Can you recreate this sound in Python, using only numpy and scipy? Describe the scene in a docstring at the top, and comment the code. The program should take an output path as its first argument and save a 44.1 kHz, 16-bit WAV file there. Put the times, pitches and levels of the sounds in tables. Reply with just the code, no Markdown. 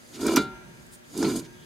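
"""A dry scrape swells into a grinding rumble: a steel wheel hub is turned twice by hand, close by in a workshop.
Rollers bump over the worn bearing and shake the suspension; grit crunches and the bearing catches.
The first turn ends in a sharp knock that leaves the hub ringing. After each push the hub coasts with
a drone and a thin whine, and between turns the hand brushes the metal as it takes a new grip."""
import sys
import numpy as np
from scipy import signal
from scipy.fft import rfft, irfft
from scipy.io import wavfile
from scipy.ndimage import uniform_filter1d

SR = 44100
rng = np.random.default_rng(int(sys.argv[2]) if len(sys.argv) > 2 else 0)


def transcribe(u):
    """Save the signal u as a 16-bit wav file named by the first command-line argument.

    u: samples, shape (n,) or (channels, n), limited to [-1, 1]; the rate is SR.
    q: integer samples, one column per channel.
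    """
    v = np.clip(np.atleast_2d(u).T, -1, 1)
    q = np.round(v * 32767).astype(np.int16)
    wavfile.write(sys.argv[1], SR, q)


N = 72765
T = np.arange(N) / SR
HZ = np.fft.rfftfreq(2 * N, 1 / SR)


def amp(db):
    """Decibels to gain."""
    return 10 ** (np.asarray(db) / 20)


def unit(x):
    """Scales to rms 1."""
    return x / np.sqrt(np.mean(x ** 2) + 1e-20)


def read(points, hz):
    """Reads a table on a log-frequency axis."""
    f, value = np.transpose(points)
    return np.interp(np.log(hz + 1), np.log(f + 1), value)


def band(hz, octaves):
    """A bell-shaped EQ curve in dB."""
    return np.maximum(-10 * np.log10(np.e) * (np.log2((HZ + 1) / hz) / octaves) ** 2, -70)


def eq(x, db):
    """Filters by a gain in dB at every frequency."""
    return irfft(rfft(x, 2 * N) * amp(db))[..., :N]


def noise(db):
    """Noise of rms 1 with a given colour."""
    return unit(eq(rng.standard_normal(N), db))


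def sine(hz, t=T):
    """A sine with a random starting phase."""
    return np.sin(2 * np.pi * (hz * t + rng.random()))


def grains(per_s, spread_db):
    """Random contacts of uneven size and sign."""
    size = amp(spread_db * np.minimum(rng.exponential(1, N), 4))
    return size * rng.choice([-1., 1.], N) * (rng.random(N) < per_s / SR)


def fader(curves):
    """Gain over time from dB curves."""
    return sum(amp(np.interp(T, *np.transpose(c), left=-120, right=-120)) for c in curves)


def strike(start, rise, t60):
    """Envelope with a linear attack and an exponential decay."""
    return np.clip((T - start) / rise, 0, 1) * amp(-60 * np.maximum(T - start - rise, 0) / t60)


def swell(peak_s, half_s):
    """A smooth, bell-shaped envelope."""
    return np.exp(-.5 * ((T - peak_s) / half_s) ** 2)


def excite(x, response):
    """Plays a signal through an impulse response."""
    return signal.fftconvolve(x, response)[:N]


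def dying(x, t60s):
    """Lets each band die at its own speed."""
    hz, t, z = signal.stft(x, SR, nperseg=256)
    return signal.istft(z * amp(-60 * t / read(t60s, hz)[:, None]), SR, nperseg=256)[1][:N]


# colour of the room tone, and extra EQ on its stereo side (frequency [Hz], gain [dB])
AIR_EQ = [(20, -8), (55, -3), (240, -1), (320, -4), (1100, -11), (1750, -8), (2300, -12), (4400, -18),
          (10700, -21.5), (16000, -27.5)]
AIR_SIDE_EQ = [(60, -3), (250, 6.5), (14000, 1.5)]
# hum partials (frequency [Hz], level [dB])
HUM_PARTIALS = [(120, -67.5), (240, -62), (360, -70), (600, -69.5)]
def room_tone():
    """Steady workshop air with a low hum."""
    air, side = (amp(-58) * noise(read(AIR_EQ, HZ)) for _ in range(2))
    side = eq(side, read(AIR_SIDE_EQ, HZ))
    hum = sum(np.sqrt(2) * amp(db) * sine(hz) for hz, db in HUM_PARTIALS)
    return air + hum + np.array([side, -side])


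# colour of the surrounding steel's high modes (frequency [Hz], gain [dB])
STEEL_EQ = [(1500, -37), (3000, -2.5), (4600, 0.5), (7000, -1), (13000, -35)]
def steel_response(count=150):
    """Impulse response of many random modes; the higher ones die sooner."""
    t = T[:SR // 2]
    hz = np.geomspace(1500, 14000, count) * rng.uniform(.98, 1.02, count)
    db = read(STEEL_EQ, hz) + 3 * rng.standard_normal(count)
    t60 = 0.52 * (hz / 1000) ** -0.49
    modes = sum(amp(d - 60 * t / life) * sine(f, t) for f, d, life in zip(hz, db, t60))
    return modes / np.linalg.norm(amp(db))


GRIP_T60_S = .06  # extra decay from the gripping hand
# scrape envelope, one curve per turn (time [s], relative level [dB])
SCRAPE_CURVES = [
    [(0, -59), (.11, -53.5), (.195, -49), (.212, -38.5), (.255, -41.5), (.28, -38), (.305, -39.5),
     (.338, -34), (.355, -48), (.42, -45), (.47, -65.5), (.62, -68.5), (.80, -60), (1.0, -63)],
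    [(1.04, -64), (1.16, -46.5), (1.19, -37), (1.25, -42), (1.30, -38), (1.35, -42.5), (1.364, -35),
     (1.385, -42.5), (1.40, -37.5), (1.412, -53), (1.47, -63), (1.65, -61.5)],
]
# scrape colour (frequency [Hz], gain [dB])
SCRAPE_EQ = [(500, 11), (1800, -10), (3000, -3), (4300, -1), (6500, 0.5), (8500, 5.5), (10500, 0),
             (13000, -3.5), (15500, -18)]
def scrape(steel):
    """Dry steel slides in thousands of tiny slips, which stir the hand-damped metal."""
    slips = unit(eq(grains(per_s=7700, spread_db=2), read(SCRAPE_EQ, HZ)))
    gripped = steel * amp(-60 * T[:len(steel)] / GRIP_T60_S)
    sheen = amp(-3) * unit(excite(slips, gripped))
    return amp(-2) * fader(SCRAPE_CURVES) * (slips + sheen)


# turning effort, one curve per turn (time [s], relative level [dB])
EFFORT_CURVES = [
    [(.08, -66), (.165, -42.5), (.205, -33.5), (.24, -24), (.285, -18.5), (.31, -23.5), (.355, -21),
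     (.40, -24.5), (.45, -41.5), (.56, -58)],
    [(1.08, -63), (1.15, -41.5), (1.178, -27.5), (1.205, -22), (1.25, -21.5), (1.29, -24), (1.335, -28),
     (1.37, -26), (1.40, -33.5), (1.43, -43), (1.55, -63)],
]
# low resonances of hub and suspension (frequency [Hz], relative level [dB], t60 [s])
LOW_MODES = [(53.5, -24, 0.37), (102.4, -25.5, 0.46), (147.5, -23.5, 1), (207.2, -6.5, 0.3),
             (238.3, -2, 0.2), (273, 1, 0.12), (291.8, 0.5, 0.13), (327.8, 1.5, 0.11), (375.2, -4, 0.28),
             (403.3, -8, 0.26), (432.3, -5, 0.1)]
def rumble():
    """Rollers bump over the worn race and shake the low resonances."""
    body = sum((-1) ** k * amp(db - 60 * T / t60) * np.sin(2 * np.pi * hz * T) / np.sqrt(t60)
               for k, (hz, db, t60) in enumerate(LOW_MODES))
    shaking = unit(excite(grains(per_s=680, spread_db=4.5), body))
    power = abs(uniform_filter1d(shaking ** 2, int(0.0198 * SR)))
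    shaking /= np.sqrt(power + 0.028)  # compress, so the effort sets the dynamics
    return amp(-2) * fader(EFFORT_CURVES) * shaking


# drone envelope, one curve per turn (time [s], level [dB])
DRONE_CURVES = [
    [(.1, -64), (.27, -45.5), (.44, -39.5), (.56, -62.5), (.69, -50), (1.0, -66)],
    [(1.1, -57), (1.25, -37), (1.40, -42.5), (1.48, -54), (1.65, -58)],
]
def drone():
    """The spinning hub drones hollowly under the rumble and carries on after each push."""
    return fader(DRONE_CURVES) * noise(band(160, octaves=0.36))


# crunch envelope, one curve per turn (time [s], level [dB])
GRIT_CURVES = [
    [(.12, -68), (.21, -45.5), (.24, -42), (.287, -31), (.305, -36), (.36, -37), (.46, -60)],
    [(1.14, -53.5), (1.222, -47.5), (1.25, -36.5), (1.275, -41), (1.315, -40.5), (1.38, -50), (1.43, -58.5)],
]
# crunch colour (frequency [Hz], gain [dB])
GRIT_EQ = [(200, -13), (500, 4), (740, 4.5), (860, -6.5), (1030, 6.5), (1180, -9), (1340, 3.5),
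           (3000, -16.5), (5000, -10), (9000, -30)]
def grit():
    """Grit is crushed at the height of each push and makes the gripped hub sing."""
    cracks = grains(per_s=1000, spread_db=2)
    crunch = unit(eq(cracks, read(GRIT_EQ, HZ)))
    gripped = sum(amp(db - 60 * T * (1 / t60 + 1 / GRIP_T60_S)) * sine(hz) for hz, db, t60 in HUB_MODES)
    sing = amp(-2.5) * unit(eq(excite(cracks, gripped), band(2460, octaves=1)))
    return fader(GRIT_CURVES) * (crunch + sing)


# finger scuffs (time [s], half length [s], level [dB])
FINGER_SCUFFS = [(0.156, 0.013, -45), (1.454, 0.011, -51.5)]
def scuffs():
    """Fingers scuff on the studs in soft puffs of noise."""
    envelope = sum(amp(db) * swell(s, half) for s, half, db in FINGER_SCUFFS)
    return envelope * noise(band(3600, octaves=0.86))


# bearing snaps, a small last blow of the first knock at 0.381 s, and a light knock of the hand around
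# 1.227-1.246 s (time [s], level [dB], centre [Hz], width [octaves], t60 [s])
SNAPS_AND_SMALL_KNOCKS = [(0.266, -27.5, 7100, 0.58, .035), (0.282, -31, 1360, 0.08, 0.097),
                          (.381, -33.5, 3580, 0.18, 0.057), (1.176, -32, 6900, .63, 0.026),
                          (1.227, -31.5, 5370, 0.5, 0.076), (1.227, -25.5, 870, 0.73, 0.041),
                          (1.24, -34, 810, 0.33, 0.12), (1.2453, -33.5, 2920, 0.67, 0.077),
                          (1.246, -35, 4270, 0.078, 0.13), (1.3614, -37.5, 8700, 0.34, 0.12)]
def catches():
    """Short gritty snaps as the bearing sticks and lets go, with a small last blow of the first knock and a
    light knock of the hand in the second turn."""
    return sum(amp(db) * strike(s, 0.00041, t60) * noise(band(hz, width))
               for s, db, hz, width, t60 in SNAPS_AND_SMALL_KNOCKS)


def thump(start, size_db, rise_s=0.01146, decay_speed=0.73):
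    """One shove shakes all the low resonances in phase; they ring longer than in the rumble."""
    since_peak = T - start - rise_s
    modes = sum(amp(db) * strike(start, rise_s, t60 / decay_speed) * np.sin(2 * np.pi * hz * since_peak)
                for hz, db, t60 in LOW_MODES)
    return amp(size_db) * modes / np.sqrt(len(LOW_MODES))


# low-end hits (time [s], relative level [dB])
SUSPENSION_JOLTS = [(.275, -21.5), (1.24, -19)]
def jolts():
    """A heavy jolt goes through the suspension at the height of each push."""
    return sum(thump(s, db) for s, db in SUSPENSION_JOLTS)


BLOW_RISE_S = 0.0007
# a glancing blow, then a full one (time [s], level [dB])
KNOCK_BLOWS = [(.3638, -26.5), (0.3672, -19.5)]
# colours of the contact crack and of the clang (frequency [Hz], gain [dB])
CRACK_EQ = [(400, -9), (4700, -3), (5900, 9), (7300, -3), (9500, -6), (10750, 1.5), (11900, -6),
            (13100, 8.5), (13800, -15)]
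CLANG_EQ = [(150, -34), (500, 0), (1100, -0.5), (1400, 12.5), (1800, 0.5), (3000, -3), (7000, -1.5),
            (10000, -12), (15000, -40)]
# clang decay (frequency [Hz], t60 [s])
CLANG_DECAY = [(300, 0.22), (1200, 0.11), (4000, 0.061), (14000, 0.093)]
def knock(steel):
    """A bright crack at contact, a clang of dense modes at each blow, and a thump in the suspension."""
    hit = amp(-20) * strike(start=.3595, rise=0.0012, t60=0.053) * noise(read(CRACK_EQ, HZ))
    shimmer = amp(-14) * np.pad(steel, (0, N - len(steel)))
    for s, db in KNOCK_BLOWS:
        clang = dying(noise(read(CLANG_EQ, HZ)), CLANG_DECAY) + shimmer
        clang *= np.minimum(T / BLOW_RISE_S, 1)
        hit += amp(db) * np.pad(clang, (round(s * SR), 0))[:N]
    return hit + thump(start=.366, size_db=-14.5)


# ringing modes of the free hub (frequency [Hz], relative level [dB], t60 [s])
HUB_MODES = [(585, -8.5, 0.18), (766, -17, 0.68), (921, -19.5, 0.98), (978.4, 3, 0.066), (1381, 0, 0.49),
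             (1449, -3.5, 0.23), (1633, -29.5, 1), (2108, -11.5, 0.22), (2336, -1.5, 0.14),
             (2845, -9.5, 0.19), (3473, -10, 0.22), (3580, -15, 0.31), (3870, -12, 0.21), (4035, -9, 0.17),
             (4256, -16, 0.16), (4760, -8, 0.14)]
def ring():
    """The hub rings on after the last blow."""
    start, _ = KNOCK_BLOWS[-1]
    modes = sum(amp(db) * strike(start, BLOW_RISE_S, t60) * sine(hz) for hz, db, t60 in HUB_MODES)
    return amp(-24.5) * modes


# the hand lets go (time [s])
RELEASE_TIMES = [0.46, 1.37]
# tones of the coasting hub: low bearing tones and thin high rings of the metal (frequency [Hz], level [dB])
WHINE_TONES = [(361, -54.5), (927, -65.5), (1620, -64), (6121, -67), (7752, -79), (11041, -77)]
def whine(waver_depth_hz=10, waver_rate_hz=19):
    """Thin, wavering tones of the bearing and the metal swell after each push and fade as the hub slows."""
    spin = sum(strike(s, rise=0.094, t60=2.06) for s in RELEASE_TIMES)
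    tones = np.zeros(N)
    for hz, db in WHINE_TONES:
        pitch = hz + waver_depth_hz * noise(band(waver_rate_hz, octaves=1))
        tones += np.sqrt(2) * amp(db) * np.sin(2 * np.pi * np.cumsum(pitch) / SR)
    return spin * tones


# touches of the hand between turns (time [s], half length [s], level [dB])
HAND_BRUSHES = [(0.867, 0.0037, -57), (.94, 0.015, -49.5)]
# airy colour of skin on steel (frequency [Hz], gain [dB])
BRUSH_EQ = [(500, -27), (2500, -17), (3800, -5), (6000, -6.5), (9000, 5), (11500, -8)]
def brushes():
    """Skin slides lightly over the metal as the hand takes a new grip."""
    envelope = sum(amp(db) * swell(s, half) for s, half, db in HAND_BRUSHES)
    return envelope * noise(read(BRUSH_EQ, HZ))


# faint squeaks (time [s], half length [s], centre [Hz], level [dB])
BEARING_SQUEAKS = [(1.05, 0.014, 3340, -64), (1.614, 0.049, 3180, -60.5)]
def squeaks(steel):
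    """The dry bearing rubs in a narrow band and stirs a few modes of the steel."""
    return sum(amp(db) * swell(s, half) * unit(excite(noise(band(hz, octaves=0.15)), steel))
               for s, half, hz, db in BEARING_SQUEAKS)


# reverb decay (frequency [Hz], t60 [s])
REVERB_DECAY = [(100, 3.1), (400, 1.5), (3500, 1.48), (8000, 0.72)]
# reverb return EQ (frequency [Hz], gain [dB])
REVERB_EQ = [(60, -7), (150, -19.5), (280, -37), (600, -15.5), (1300, -24), (1700, -14), (4000, -24),
             (12000, -54)]
def reverb(x):
    """The workshop's faint tail, different at each ear."""
    fade_in = np.minimum(T / 0.0024, 1)
    tails = [dying(rng.standard_normal(N), REVERB_DECAY) * fade_in for _ in range(2)]
    return np.array([excite(x, eq(tail / np.linalg.norm(tail), read(REVERB_EQ, HZ))) for tail in tails])


# stereo width, as EQ on the side signal (frequency [Hz], gain [dB])
WIDTH_EQ = [(60, -37), (250, -28), (600, -11.5), (2500, -15.5), (5000, -7), (9000, -7), (14000, 2.5)]
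# lean to the right (frequency [Hz], left minus right [dB])
PAN_EQ = [(300, -1.9), (550, -0.93), (1300, -1.5), (13000, -0.21)]
def scene():
    """The hub radiates from many points, so its treble is wider than its bass."""
    steel = steel_response()
    mid, side = (rumble() + grit() + scrape(steel) + catches() + knock(steel) + ring()
                 + squeaks(steel) + drone() + whine() + brushes() + scuffs() for _ in range(2))
    mid += jolts()
    side = irfft(1j * rfft(side, 2 * N) * amp(read(WIDTH_EQ, HZ)))[:N]  # 1j: a quarter-cycle shift
    lean_db = read(PAN_EQ, HZ) / 2
    direct = np.array([eq(mid + side, lean_db), eq(mid - side, -lean_db)])
    return direct + reverb(mid) + room_tone()


def record(dry, low_cut_hz=40, high_cut_hz=15900):
    """A low cut trims the sub-bass and a steep high cut trims the top."""
    trimmed = signal.sosfilt(signal.butter(3, low_cut_hz, "high", fs=SR, output="sos"), dry)
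    high_cut = signal.firwin(511, high_cut_hz, window=("kaiser", 9), fs=SR)
    return signal.oaconvolve(trimmed, high_cut[None], "same")


dry = scene()
out = record(dry)
transcribe(out)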